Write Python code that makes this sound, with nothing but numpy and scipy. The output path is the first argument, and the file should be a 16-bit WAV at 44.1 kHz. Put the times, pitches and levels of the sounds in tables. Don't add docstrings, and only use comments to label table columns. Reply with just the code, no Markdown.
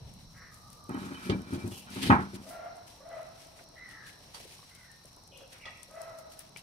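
import sys
import numpy as np
from scipy import signal
from scipy.fft import rfft, irfft
from scipy.io import wavfile
from scipy.ndimage import uniform_filter1d

SR = 44100
rng = np.random.default_rng(int(sys.argv[2]) if len(sys.argv) > 2 else 0)


def unload_wav(signal):
    wavfile.write(
        sys.argv[1],
        SR,
        np.round(np.clip(np.atleast_2d(signal).T, -1, 1) * 32767).astype(np.int16),
    )


def undo_db(level):
    steps = np.asarray(level, float) / 20
    return 10 ** steps


N = 291942

# (time [s], peak [dB], clay ring [dB], weight of the lowest modes [dB])
BUMPS = [(0.889, -23.5, -44, -28), (0.942, -24.5, -43, -32), (0.968, -26, -55, -17), (1.017, -29, -54, -30),
         (1.055, -28, -50.5, -40), (1.109, -30, -52, -32), (1.259, -27, -56, -21),
         (1.293, -12, -40.5, -10.5), (1.328, -21, -72, -12), (1.523, -21.5, -50, -4.5),
         (1.546, -23.5, -78, -13), (1.638, -22.5, -53, -4.5), (1.71, -33, -56, -1),
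         (1.958, -24.5, -46, -11.5), (2.028, -21.5, -45, -15), (2.0969, -5.5, -61, -6),
         (2.0966, -29, -15.5, -10), (2.104, -31, -44, -2), (2.115, -19, -35, -17), (2.333, -28, -75, -12),
         (4.338, -56, -52, -14), (5.651, -58, -51, -4)]
# (time [s], peak [dB])
PUSHES = [
    (0.8914, -32),
    (0.9449, -27),
    (0.971, -35.5),
    (1.2984, -14),
    (1.306, -15.5),
    (1.526, -34),
    (2.0966, -10),
    (2.1062, -13),
    (2.1151, -12),
]
# (start [s], length [s], clay grind [dB], bench rumble [dB])
DRAG = [
    (0.89, 0.44, -41, -41),
    (1.382, 0.16, -45.5, -36),
    (1.572, 0.061, -46, -40),
    (1.638, 0.14, -57, -48),
    (1.864, 0.224, -42.5, -27.5),
    (2.195, 0.19, -57, -42),
    (2.362, 0.15, -79, -51.5),
]
# (frequency [Hz], level [dB], t60 [s])
BENCH_MODES = [(83, -22, 0.75), (99.7, 2.5, 0.089), (166, -1.5, 0.041), (194.6, -3.5, 0.42),
               (210, 3.5, 0.043), (233.4, 3, 0.097), (273.3, 1, 0.16), (315.2, -9, 0.23), (350.5, -3, 0.18),
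               (401, -8, 0.12), (505, -21, 0.067), (595.4, -12.5, 0.17)]
# (frequency [Hz], level [dB], t60 [s])
CLAY_MODES = [(520, -22, 0.17), (640, -28, 0.13), (710, -17, 0.15), (824, -18, 0.36), (900, -17, 0.34),
              (1060, -31, 0.28), (1130, -5, 0.12), (1261, 2.5, 0.057), (1300, -11, .25), (1480, -16, 0.11),
              (1523, -4, 0.15), (1620, -8, 0.21), (1900, -6, 0.124), (2410, -17, 0.15), (2520, -11, 0.13),
              (2760, -17, 0.07), (3050, -19, 0.078)]
# (frequency [Hz], width [Hz], level [dB])
RIM_MODES = [(1027, 20, -4), (1300, 55, -11), (1493, 100, 5.5), (1687, 20, -2.5), (1940, 53, -19),
             (2340, 17, 4), (2494, 43, -3), (3740, 55, -11), (3050, 27, -0.5), (3820, 40, 1),
             (4220, 95, -8.5)]
# (time [s], tilt [dB per octave])
GRIND_TILT = [(0.85, 2), (1.1, -3), (1.3, 0), (1.8, -1.5), (2.1, 12), (2.3, -9)]

# (peak time [s], peak [dB], rise [s], fall [s])
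RUSTLE_MOVES = [(.07, -68.5, 0.017, 0.58), (.55, -61.5, 0.13, 0.19), (.74, -59, 0.1, 0.073),
                (1.01, -57, 0.18, 1), (1.27, -50, 0.2, 0.14), (1.55, -53.5, 0.18, 0.054),
                (1.788, -48.5, 0.31, 0.1), (1.95, -47, 0.092, 0.37), (2.031, -36.5, 0.029, 0.14),
                (2.079, -43, 0.068, 0.02), (2.358, -51.5, 0.049, 0.042), (2.51, -53.5, 0.18, 0.098),
                (2.879, -55.5, 0.02, 0.15), (3.41, -58, 0.1, 0.26), (3.6, -59.5, 0.12, 0.075),
                (3.909, -62, 0.044, 0.16), (4.07, -54, 0.017, 0.15), (4.35, -47.5, 0.03, 0.065),
                (4.38, -54.5, 0.015, 0.72), (4.53, -58, 0.8, 0.067), (4.755, -64, 0.018, 0.025),
                (5.38, -63.5, 0.034, 0.13), (5.53, -56.5, 0.049, 0.093), (5.84, -63, 0.21, 0.15),
                (6.03, -62.5, 0.13, 0.15), (6.19, -57.5, 0.022, 0.065), (6.32, -56, 0.0052, 0.087),
                (6.401, -53, 0.026, 0.079), (6.44, -68, .02, 0.066), (6.58, -53, 0.025, 0.072)]
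# (frequency [Hz], density [dB per Hz])
RUSTLE_TONE = [(900, -27), (1800, -3), (2900, 0.5), (4600, 5.5), (7000, -3.5), (8800, -6.5), (11000, -1.5),
               (14000, -8), (16000, -17.5)]
# (time [s], level [dB])
WEIGHT = [(0, 3.5), (.5, -5), (.86, -4.5), (1.0, 2), (1.6, 3), (1.78, -7.5), (1.9, 2.5), (2.1, 7.5),
          (2.5, -1.5), (3.9, 1.5), (4.4, 1.5), (5.3, -2), (5.65, 2.5), (6.2, -6), (6.4, 0), (6.62, 2.5)]

# (time [s], peak [dB], pitch [Hz], t60 [s], left over right [dB])
TICKS = [
    (4.095, -40, 2140, 0.014, 5),
    (3.194, -39, 980, 0.023, 9),
    (4.3453, -39.5, 4560, 0.12, -10),
    (5.528, -64, 2860, 0.026, 6),
    (5.833, -44.5, 8800, 0.014, 10),
    (6.392, -43, 10100, 0.014, 15),
    (6.562, -33, 2340, 0.027, 9),
    (6.572, -44.5, 2606, 0.045, 11),
]
# (time [s], peak [dB], centre [Hz], t60 [s])
CRACKS = [(1.297, -32.5, 2926, 0.12), (5.52, -59, 1900, 0.45), (5.545, -54.5, 1470, .25),
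          (5.549, -57, 2750, .2), (5.168, -59, 990, .08), (5.407, -56, 1000, .08),
          (5.435, -55.5, 1040, 0.07), (6.39, -46, 14500, .15), (2.49, -49, 12500, .3),
          (3.108, -58, 1200, 0.051), (3.59, -49, 1500, 0.064), (5.655, -49, 3700, 0.24),
          (6.4, -58, 1300, 0.11)]

# (time [s], peak [dB], left over right [dB])
SPITS = [(0.1381, -44, 5.0), (0.5432, -42, -1), (0.7018, -42.5, 6), (0.7297, -42, 2.5), (0.84, -45.5, 10),
         (0.8934, -41, 5.5), (0.9448, -46, 3.5), (1.1817, -49, -1), (1.418, -44.5, 8), (1.5355, -40.5, 8),
         (1.677, -39.5, 11), (1.903, -40, 9), (1.948, -40, 6.0), (2.0313, -28.5, 10), (2.2089, -55, 6),
         (2.3436, -48, 12), (2.7576, -51, 4.0), (2.768, -47, 6), (2.8688, -52, 8), (3.0897, -47, 6.0),
         (3.2171, -50, 2.0), (3.23, -45, 5.0), (3.2894, -51, 7.5), (3.4695, -46, 10), (3.639, -48, 7),
         (3.688, -46, 4.5), (3.7796, -66, 3.5), (3.8908, -48, 8), (4.0682, -51, 5.0), (4.1894, -50, 6.0),
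         (4.3455, -45, 2.5), (4.5156, -54, 4.0), (4.75, -47, 13), (4.8479, -53, 9), (4.916, -46, 12),
         (5.0419, -62, 8.0), (5.0415, -49, 9.5), (5.0557, -45.5, 9), (5.1313, -51, 11), (5.164, -47, 13),
         (5.237, -50, 7), (5.2759, -46, 13), (5.3373, -58, 8.0), (5.3742, -45.5, 19), (5.4774, -51, 10),
         (5.5308, -45, 5.5), (5.5867, -50, 3.0), (5.7074, -51, 7.0), (5.7726, -49, 12), (5.831, -37.5, 13),
         (5.9104, -47, 13), (5.9539, -48, 11), (6.017, -38, 13.5), (6.097, -51, 3.5), (6.1865, -47, 17),
         (6.3213, -45, 5), (6.392, -35.5, 14), (6.4923, -50.5, 10), (6.558, -62, 10), (6.572, -37, 9)]
# (time [s], peak [dB], pitch [Hz])
BUBBLES = [(3.579, -54, 695), (3.611, -50, 640), (4.236, -59, 1143), (4.284, -60, 567), (4.402, -48, 620),
           (4.452, -50, 440), (4.592, -51, 1050), (4.628, -50.5, 1100), (4.689, -64, 1340),
           (5.049, -53, 540), (5.17, -49, 910), (5.188, -68, 930), (5.418, -51, 600), (5.444, -64, 570),
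           (5.662, -46, 725)]

# (time [s], pitch [Hz], level [dB])
FOWL = [
    [(2.42, 551, -58.5), (2.49, 665, -49), (2.54, 697, -42.5), (2.575, 682.5, -47.5), (2.63, 690.8, -45.5),
     (2.68, 692.3, -45), (2.73, 689, -67), (2.8, 703, -56)],
    [(3.0, 566, -52), (3.04, 588.3, -61), (3.06, 674.4, -52), (3.09, 683, -53.5), (3.116, 664.5, -45),
     (3.19, 656.4, -45), (3.25, 662, -57), (3.4, 652, -65.5), (3.78, 652.3, -64)],
    [(5.88, 549.7, -71), (5.91, 619, -53.5), (5.945, 640, -53), (5.965, 668.6, -45.5), (6.04, 650.2, -47.5),
     (6.08, 660, -47), (6.2, 637, -57.5), (6.25, 640, -59.5), (6.4, 652, -63)],
]
FOWL_OVERTONES_DB = [-13, -10.5, -8]
# (time [s], pitch [Hz], level [dB])
CLUCK = [(5.648, 691, -53), (5.658, 695, -51.5), (5.685, 692.5, -55), (5.7, 681, -63), (5.76, 668, -75)]
# (multiple of the pitch, level [dB])
CLUCK_PARTIALS = [(1, -1.5), (1.85, -3.5), (2.85, 1.5), (4, -3), (4.95, -5)]
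# (start [s], length [s], pitch
# [Hz], level [dB])
FAR_FOWL = [
    (0.496, 0.43, 1312, -67),
    (5.3, 0.197, 578.4, -65),
]
# (start [s], length [s], pitch [Hz], level [dB], fall of pitch [0-1])
CROWS = [
    (0.332, 0.22, 1838, -60.5, 0.04),
    (3.752, 0.37, 2007, -56, 0.19),
    (4.689, 0.28, 2150, -66, 0.22),
    (0.329, 0.18, 1326, -66, .03),
    (3.749, .36, 1390, -67, .1),
    (4.685, 0.25, 1523, -70, 0),
]
# (start [s], length [s], centre [Hz], level [dB], trill [Hz])
CHIRPS = [
    (1.706, 0.15, 2804, -57.5, 300.5),
    (5.312, 0.166, 2830, -60.5, 299),
    (5.591, 0.27, 2335, -59, 220.7),
]
CHIRP_LINES_DB = [-5.5, 0, -2, -4]
FAR_FOWL_SHAPE = dict(attack_s=0.027, release_s=0.064, onset_db=-9, hold_db=4, end_db=-11, scoop_s=0.024, scoop=0.011, sag=0.0313)
CROW_SHAPE = dict(attack_s=0.025, release_s=0.081, onset_db=-8, hold_db=3, end_db=-9, scoop_s=0.073, scoop=0.0497)
CHIRP_SHAPE = dict(attack_s=0.042, release_s=0.19, onset_db=-5.5, hold_db=0.3, end_db=-14.5, scoop_s=0.0343, scoop=0.0397, sag=0.052)

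# (frequency [Hz], width [Hz], pulses [per s], level [dB])
INSECTS = [
    (5370, 490, 21, -83),
    (4026, 150, 53, -71),
]
# (frequency [Hz], density [dB per Hz])
AIR = [(15, 3.5), (25, 0), (134, 5.5), (344, -9), (1070, -8), (2480, -25), (3430, -20), (4030, -7),
       (5000, -14.5), (5570, -1.5), (7110, -31), (8830, -42), (12500, -29), (14800, -24), (16000, -51)]
# (time [s], swell [dB])
MURMUR = [(0, 7), (.3, 0), (.7, 3.5), (1.5, 9.5), (2.6, 6.5), (3.6, 4.5), (4.4, 6), (4.9, 0), (5.4, 5.5),
          (6, 3), (6.62, 3.5)]
# (frequency [Hz], likeness [0-1])
LIKENESS = [(60, 0.94), (180, 0.86), (550, 0.38), (1650, 0.21), (5000, 0.3), (15000, .01)]
# (frequency [Hz], level [dB])
MICROPHONE = [(100, 0.5), (6300, -1), (7300, -3.5), (8100, 1.5), (8800, 5), (10500, -1.5), (15300, -7.5),
              (15750, -7), (15950, -59), (22000, -60)]

DRAG_SWELL_DB, GRIND_SWELL_DB, DRAG_STOP_DB_PER_S = 23.5, 6.5, 286
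ROCK_DB, ROCK_FADE_DB_PER_S = -10, 159
CLAY_DELAY = round(.005 * SR)
RIM_WANDER_DB = 4.5
RUSTLE_REST_DB, REST_WANDER_DB = -69.5, 1.8
RUSTLE_EDGE_DB = 25
BODY_DB, TOP_DB = 0.5, 4
SMALL_SPITS_PER_S, SMALL_SPIT_DB = 8, -68
RIM_CLICK_DB, RIM_CLICK_TOP_DB = -4, -51
EFFORT_BRIGHTENS, THIRD_DB = 0.29, -9
AIR_DB, TRAFFIC_DB, TRAFFIC_FADE_S, LOWS_FOLLOW = -59.5, 13, 0.52, 0.23


def lid():
    rumble_gain, grind_gain = dragging()
    bench = bench_thuds() + rumble_gain * undo_db(-3.5) * bench_rumble()
    bench = band(band(bench, 65, 1500), 65, 3000)
    clay = clay_ring() + clay_clatter() + grind_gain * rim_grind()
    left, right = pan(yard(bench, 0.2, wet_db=-14.5), left_db=2.5) + yard(clay, 0.067, wet_db=1.0)
    return np.array([left, np.roll(right, 14)])


def bench_thuds():
    thud = np.zeros(N)
    s, peak_db, _, low_weight_db = np.transpose(BUMPS)
    for k, (hz, level_db, t60) in enumerate(BENCH_MODES):
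        weight_db = low_weight_db + 12.7 if hz < 130 else 0
        blow_db = peak_db + level_db + weight_db - 15.0 + rng.normal(0, 3.3, len(s))
        thud += (-1) ** (k + 1) * ring(strikes(samples(s), blow_db, np.ones(1)), hz, t60)
    s, peak_db = np.transpose(PUSHES)
    return thud - ring(strikes(samples(s), peak_db + 0.5, np.ones(1)), hz=269, t60=0.034)


def bench_rumble():
    rocking = grains(260, spread_db=5.0, channels=2)
    rumble = np.zeros(N)
    for k, (hz, level_db, t60) in enumerate(BENCH_MODES):
        off_centre_db = abs(np.log2(hz / 210)) * 6.4
        rumble += undo_db(level_db - off_centre_db) * ring(rocking[k % 2], hz, 0.77 * t60)
    return rumble / np.sqrt(uniform_filter1d(rumble ** 2, size=3000) + 1e-9)


def clay_ring():
    clay, settle = np.zeros(N), np.arange(round(.08 * SR)) / SR
    s, _, ring_db, _ = np.transpose(BUMPS)
    for hz, level_db, t60 in CLAY_MODES:
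        contact = rng.standard_normal(len(settle)) * undo_db(-28.5 - 60 * settle / 0.066)
        contact[0] = 0.64
        blow_db = ring_db + level_db - 4.5 + rng.normal(0, 2.0, len(s))
        clay += ring(strikes(samples(s) + CLAY_DELAY, blow_db, contact), hz, np.clip(t60, .02, .35))
    return clay


def clay_clatter():
    t = np.arange(4 * round(.08 * SR)) / SR
    s, _, ring_db, _ = np.transpose(BUMPS)
    clatter = rng.standard_normal(len(t)) * undo_db(-60 * t / 0.28)
    clatter = strikes(samples(s) + CLAY_DELAY, ring_db + 8.8, clatter)
    return band(band(clatter, 720, 1670), 390, 2450)


def rim_grind():
    rough, tilt_db = grains(1500, spread_db=3.5)[0], in_time(GRIND_TILT)[1]
    grind = np.zeros(N)
    for hz, width_hz, level_db in RIM_MODES:
        wander_db = RIM_WANDER_DB * drift(13.6)
        pressed_db = np.log2(hz / 2000) * tilt_db
        grind += undo_db(level_db + wander_db + pressed_db) * rms_one(ring(rough, hz, 4.2 / width_hz))
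    dull = .75 * undo_db(-tilt_db) * rms_one(band(rough, 1000, 1800))
    return undo_db(-5.0) * rms_one(rms_one(grind) + dull)


def dragging():
    rumble, grind, t = np.zeros(N), np.zeros(N), np.arange(N) / SR
    for s, length, grind_db, rumble_db in DRAG:
        push = (t > s) * undo_db(peaked(s + length, 1 / length, 0))
        stop = undo_db(peaked(s + length, 0, DRAG_STOP_DB_PER_S))
        rumble += undo_db(rumble_db) * stop * push ** DRAG_SWELL_DB
        grind += undo_db(grind_db) * stop * push ** GRIND_SWELL_DB
    for s, peak_db, *_ in BUMPS:
        rock_db = peak_db + ROCK_DB + peaked(s + 0.0097, 1400, ROCK_FADE_DB_PER_S)
        rumble = np.maximum(rumble, undo_db(rock_db))
    return rumble, grind


def rustle():
    moves = np.zeros(N)
    for s, peak_db, rise_s, fall_s in RUSTLE_MOVES:
        move_db = peak_db + peaked(s, RUSTLE_EDGE_DB / rise_s, RUSTLE_EDGE_DB / fall_s)
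        moves = np.maximum(moves, undo_db(move_db))
    fibres = grains(3500 * undo_db(3.5 * drift(30)), spread_db=1.5, channels=2)
    fibres = coloured(fibres, RUSTLE_TONE)
    weight_db = in_time(WEIGHT)[1]
    bright = band(fibres, 6110, 13080)
    body = undo_db(BODY_DB + weight_db) * band(fibres, 1230, 3400)
    edge = undo_db(TOP_DB - 0.35 * weight_db) * band(fibres, 11280, 18700)
    rest = undo_db(RUSTLE_REST_DB + REST_WANDER_DB * drift(6.7))
    level = pan(moves, left_db=1) + pan(rest, left_db=3)
    return level * (bright + body + edge) / np.std(bright)


def ticks():
    out, t = np.zeros((2, N)), np.arange(int(.12 * SR)) / SR
    for s, peak_db, hz, t60, left_db in TICKS:
        draw = rng.standard_normal((2, len(t)))
        modes = 0
        for ratio, share in [(1, 0.57), (1.2, 0.17), (1.27, 0.13)]:
            modes = modes + share * np.sin(2 * np.pi * hz * ratio * t)
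        puff = .5 * band(draw, 0.072 * hz, 1.5 * hz)
        crack = 0.12 * draw * undo_db(-60 * t / 0.011)
        hit = (modes + puff + crack) * undo_db(-60 * t / np.clip(t60, .005, .2))
        place(out, s, pan(undo_db(peak_db) * hit, left_db))
    return out


def cracks():
    out, t = np.zeros((2, N)), np.arange(round(.15 * SR)) / SR
    for s, peak_db, hz, t60 in CRACKS:
        burst = rms_one(band(rng.standard_normal((2, len(t))), 0.72 * hz, 1.44 * hz))
        place(out, s, undo_db(peak_db - 60 * t / t60) * burst)
    return out


def sauce():
    out, t = np.zeros((2, N)), np.arange(round(0.11 * SR)) / SR
    draws = rng.random((round(SMALL_SPITS_PER_S * 6.4), 2))
    small = [(6.4 * s, SMALL_SPIT_DB + 8.0 * size, 6) for s, size in draws]
    rim = [(s + 0.0023, min(clay_db + RIM_CLICK_DB, RIM_CLICK_TOP_DB), 3) for s, _, clay_db, _ in BUMPS]
    for s, peak_db, left_db in SPITS + small + rim:
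        noise = rng.standard_normal((2, len(t))) + 0.47 * rng.standard_normal(len(t))
        crack = band(noise * undo_db(-60 * t / 0.016), 5400, 13800)
        place(out, s, pan(undo_db(peak_db - 2.5) * crack, left_db))
    return out + undo_db(3.5) * yard(bubbles(), .1, wet_db=0.0)


def bubbles():
    pops, t = np.zeros((1, N)), np.arange(round(0.11 * SR)) / SR
    for s, peak_db, hz in BUBBLES:
        pop = np.sin(2 * np.pi * hz * t * (.92 + 25.0 * t))
        place(pops, s, undo_db(peak_db - 60 * t * hz / 17.0) * pop[None])
    return pops[0]


def birds():
    low = fowl() + far_fowl()
    high = crows() + chirps() + cluck()
    return undo_db(-0.5) * yard(low, 0.85, wet_db=3.5) + undo_db(0.5) * yard(high, 0.62, wet_db=-1.0)


def fowl():
    out = np.zeros(N)
    breath = rms_one(band(rng.standard_normal(N), 500, 1750))
    for rows, overtones_db in zip(FOWL, FOWL_OVERTONES_DB):
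        gate, hz, one_db = in_time(rows)
        two_db = one_db + overtones_db + EFFORT_BRIGHTENS * (one_db - one_db.max())
        overtones = [(2, two_db), (3, two_db + THIRD_DB), (4, two_db + 2 * THIRD_DB)]
        out += voice(gate, hz, [(1, one_db)], rough=.33, flutter_hz=60, jitter=.008)
        out += voice(gate, hz, overtones, rough=.45, flutter_hz=60, jitter=.007)
        out += gate * undo_db(one_db - 12.0) * breath
    return out


def far_fowl():
    out = np.zeros(N)
    for row in FAR_FOWL:
        gate, hz, level_db = call(*row, **FAR_FOWL_SHAPE)
        partials = [(0.94, level_db), (0.13, level_db - 14)]
        out += voice(gate, hz, partials, rough=0.88, flutter_hz=42.4, jitter=0.011)
    return out


def crows():
    out = np.zeros(N)
    for (*row, fall), rough in zip(CROWS, (.97, .8, .75) * 2):
        gate, hz, level_db = call(*row, sag=fall, **CROW_SHAPE)
        out += voice(gate, hz, [(1, level_db)], rough, flutter_hz=60 + 200 * rough ** 4, jitter=.007)
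    return out


def chirps():
    out = np.zeros(N)
    for *row, trill_hz in CHIRPS:
        gate, hz, level_db = call(*row, **CHIRP_SHAPE)
        lines = [(1 + (k - 1) * trill_hz / row[2], level_db + line_db)
                 for k, line_db in enumerate(CHIRP_LINES_DB)]
        out += voice(gate, hz, lines, rough=.85, flutter_hz=100, jitter=.012)
    return out


def cluck():
    gate, hz, level_db = in_time(CLUCK)
    partials = [(k, level_db + part_db) for k, part_db in CLUCK_PARTIALS]
    return voice(gate, hz, partials, rough=.6, flutter_hz=90, jitter=.015)


def insects():
    out, t = 0, np.arange(N) / SR
    for hz, width_hz, per_s, level_db in INSECTS:
        throb = 1 + .55 * np.cos(2 * np.pi * per_s * t) + .35 * np.cos(4 * np.pi * per_s * t)
        hiss = band(rng.standard_normal((2, N)), hz - width_hz / 2, hz + width_hz / 2)
        out = out + undo_db(level_db + 3.2 * drift(3.0)) * rms_one(hiss * throb)
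    return out


def air():
    middle_db = in_time(MURMUR)[1]
    traffic_db = TRAFFIC_DB * np.exp(-np.arange(N) / SR / TRAFFIC_FADE_S)
    low_db = traffic_db + LOWS_FOLLOW * middle_db
    out, edges = 0, 25 * 2 ** np.arange(0, 9.6, 2 / 3)
    white = coloured(rng.standard_normal((2, 2, N)), AIR)
    white = white / np.std(white)
    for k, (low, high) in enumerate(zip(edges, edges[1:])):
        mid, side = band(white[k % 2], low, high)
        alike = np.clip(at_hz(LIKENESS, np.sqrt(low * high)), 0, .99)
        swell_db = low_db if high < 260 else middle_db if high < 1300 else 0
        gain = undo_db(AIR_DB + swell_db + 1.14 * drift(4.7))
        out = out + gain * (mid + np.sqrt((1 - alike) / (1 + alike)) * side * [[1], [-1]])
    return out


def voice(gate, hz, partials, rough, flutter_hz, jitter):
    on, out = gate > 0, np.zeros(N)
    wavering_hz = hz[on] * (1 + jitter * drift(28.8, count=on.sum()))
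    phase = 2 * np.pi * np.cumsum(wavering_hz) / SR
    share = np.clip(rough, 0, 1)
    for k, level_db in partials:
        uneven = np.sqrt(1 - share) + np.sqrt(share) * drift(flutter_hz, count=on.sum())
        out[on] += np.sqrt(2) * undo_db(level_db[on]) * np.sin(k * phase) * uneven
    return gate * out


def call(s, length, hz, level_db, attack_s, release_s, onset_db, hold_db, end_db, scoop_s, scoop, sag):
    hold_s = s + max(length - release_s, attack_s)
    effort = [(s, onset_db), (s + attack_s, 0), (hold_s, hold_db), (s + length, end_db)]
    gate, effort_db = in_time(effort)
    pitch = in_time([(s, 1 - scoop), (s + scoop_s, 1), (s + length, 1 - sag)])[1]
    return gate, hz * pitch, level_db + effort_db


def ring(clicks, hz, t60):
    r, w = undo_db(-60 / (t60 * SR)), 2 * np.pi * hz / SR
    return signal.lfilter([0, np.sin(w)], [1, -2 * r * np.cos(w), r * r], clicks + 1e-18)


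def strikes(at, level_db, contact):
    force = np.zeros(N)
    for i, gain in zip(at, undo_db(level_db)):
        force[i:i + len(contact)] += gain * contact
    return force


def grains(per_s, spread_db, channels=1):
    shape = (channels, N)
    sizes = undo_db(spread_db * np.minimum(rng.exponential(1, shape), 4)) * rng.choice([-1, 1], shape)
    return sizes * (rng.random(shape) < per_s / SR)


def yard(x, t60, wet_db):
    t = np.arange(SR) / SR
    tail = rng.standard_normal((2, len(t))) * undo_db(-60 * t / t60)
    tail = tail / np.sqrt(np.sum(tail ** 2, axis=1, keepdims=True))
    return x + undo_db(wet_db) * signal.fftconvolve(x[None], tail, axes=1)[:, :N]


def pan(x, left_db):
    return x * undo_db(np.array([left_db / 2, -left_db / 2])).reshape(2, -1)


def place(out, s, burst):
    i = round(s * SR)
    out[:, i:i + burst.shape[1]] += burst[:, :N - i]


def samples(s):
    return np.round(s * SR).astype(int)


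def peaked(s, rise_db_per_s, fall_db_per_s):
    t = np.arange(N) / SR - s
    return np.where(t < 0, rise_db_per_s * t, -fall_db_per_s * t)


def in_time(rows):
    s, *columns = np.transpose(rows)
    t = np.arange(N) / SR
    gate = np.clip(np.minimum(t - s[0], s[-1] - t) / 0.01, 0, 1)
    return [gate] + [np.interp(t, s, c) for c in columns]


def drift(rate_hz, count=N):
    r = np.exp(-2 * np.pi * rate_hz / SR)
    white = rng.standard_normal(count + 9000)
    return rms_one(signal.lfilter([1], [1, -2 * r, r * r], white)[9000:])


def band(x, low_hz, high_hz):
    edges = [low_hz, min(high_hz, .45 * SR)]
    return signal.sosfilt(signal.butter(2, edges, "band", fs=SR, output="sos"), x)


def at_hz(points, hz):
    point_hz, db = np.transpose(points)
    return np.interp(np.log(hz), np.log(np.maximum(point_hz, 1)), db)


def coloured(x, spectrum):
    hz = np.maximum(np.fft.rfftfreq(N, 1 / SR), 10)
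    return irfft(rfft(x) * undo_db(at_hz(spectrum, hz)), N)


def rms_one(x):
    return x / np.sqrt(np.mean(x ** 2) + 1e-20)


def scene():
    return lid() + rustle() + ticks() + cracks() + sauce() + birds() + insects() + air()


def roll_off(x):
    return signal.sosfilt(signal.butter(12, 16480, fs=SR, output="sos"), x)


def record(dry):
    heard = coloured(dry, MICROPHONE)
    return roll_off(heard)


dry = scene()
out = record(dry)
unload_wav(out)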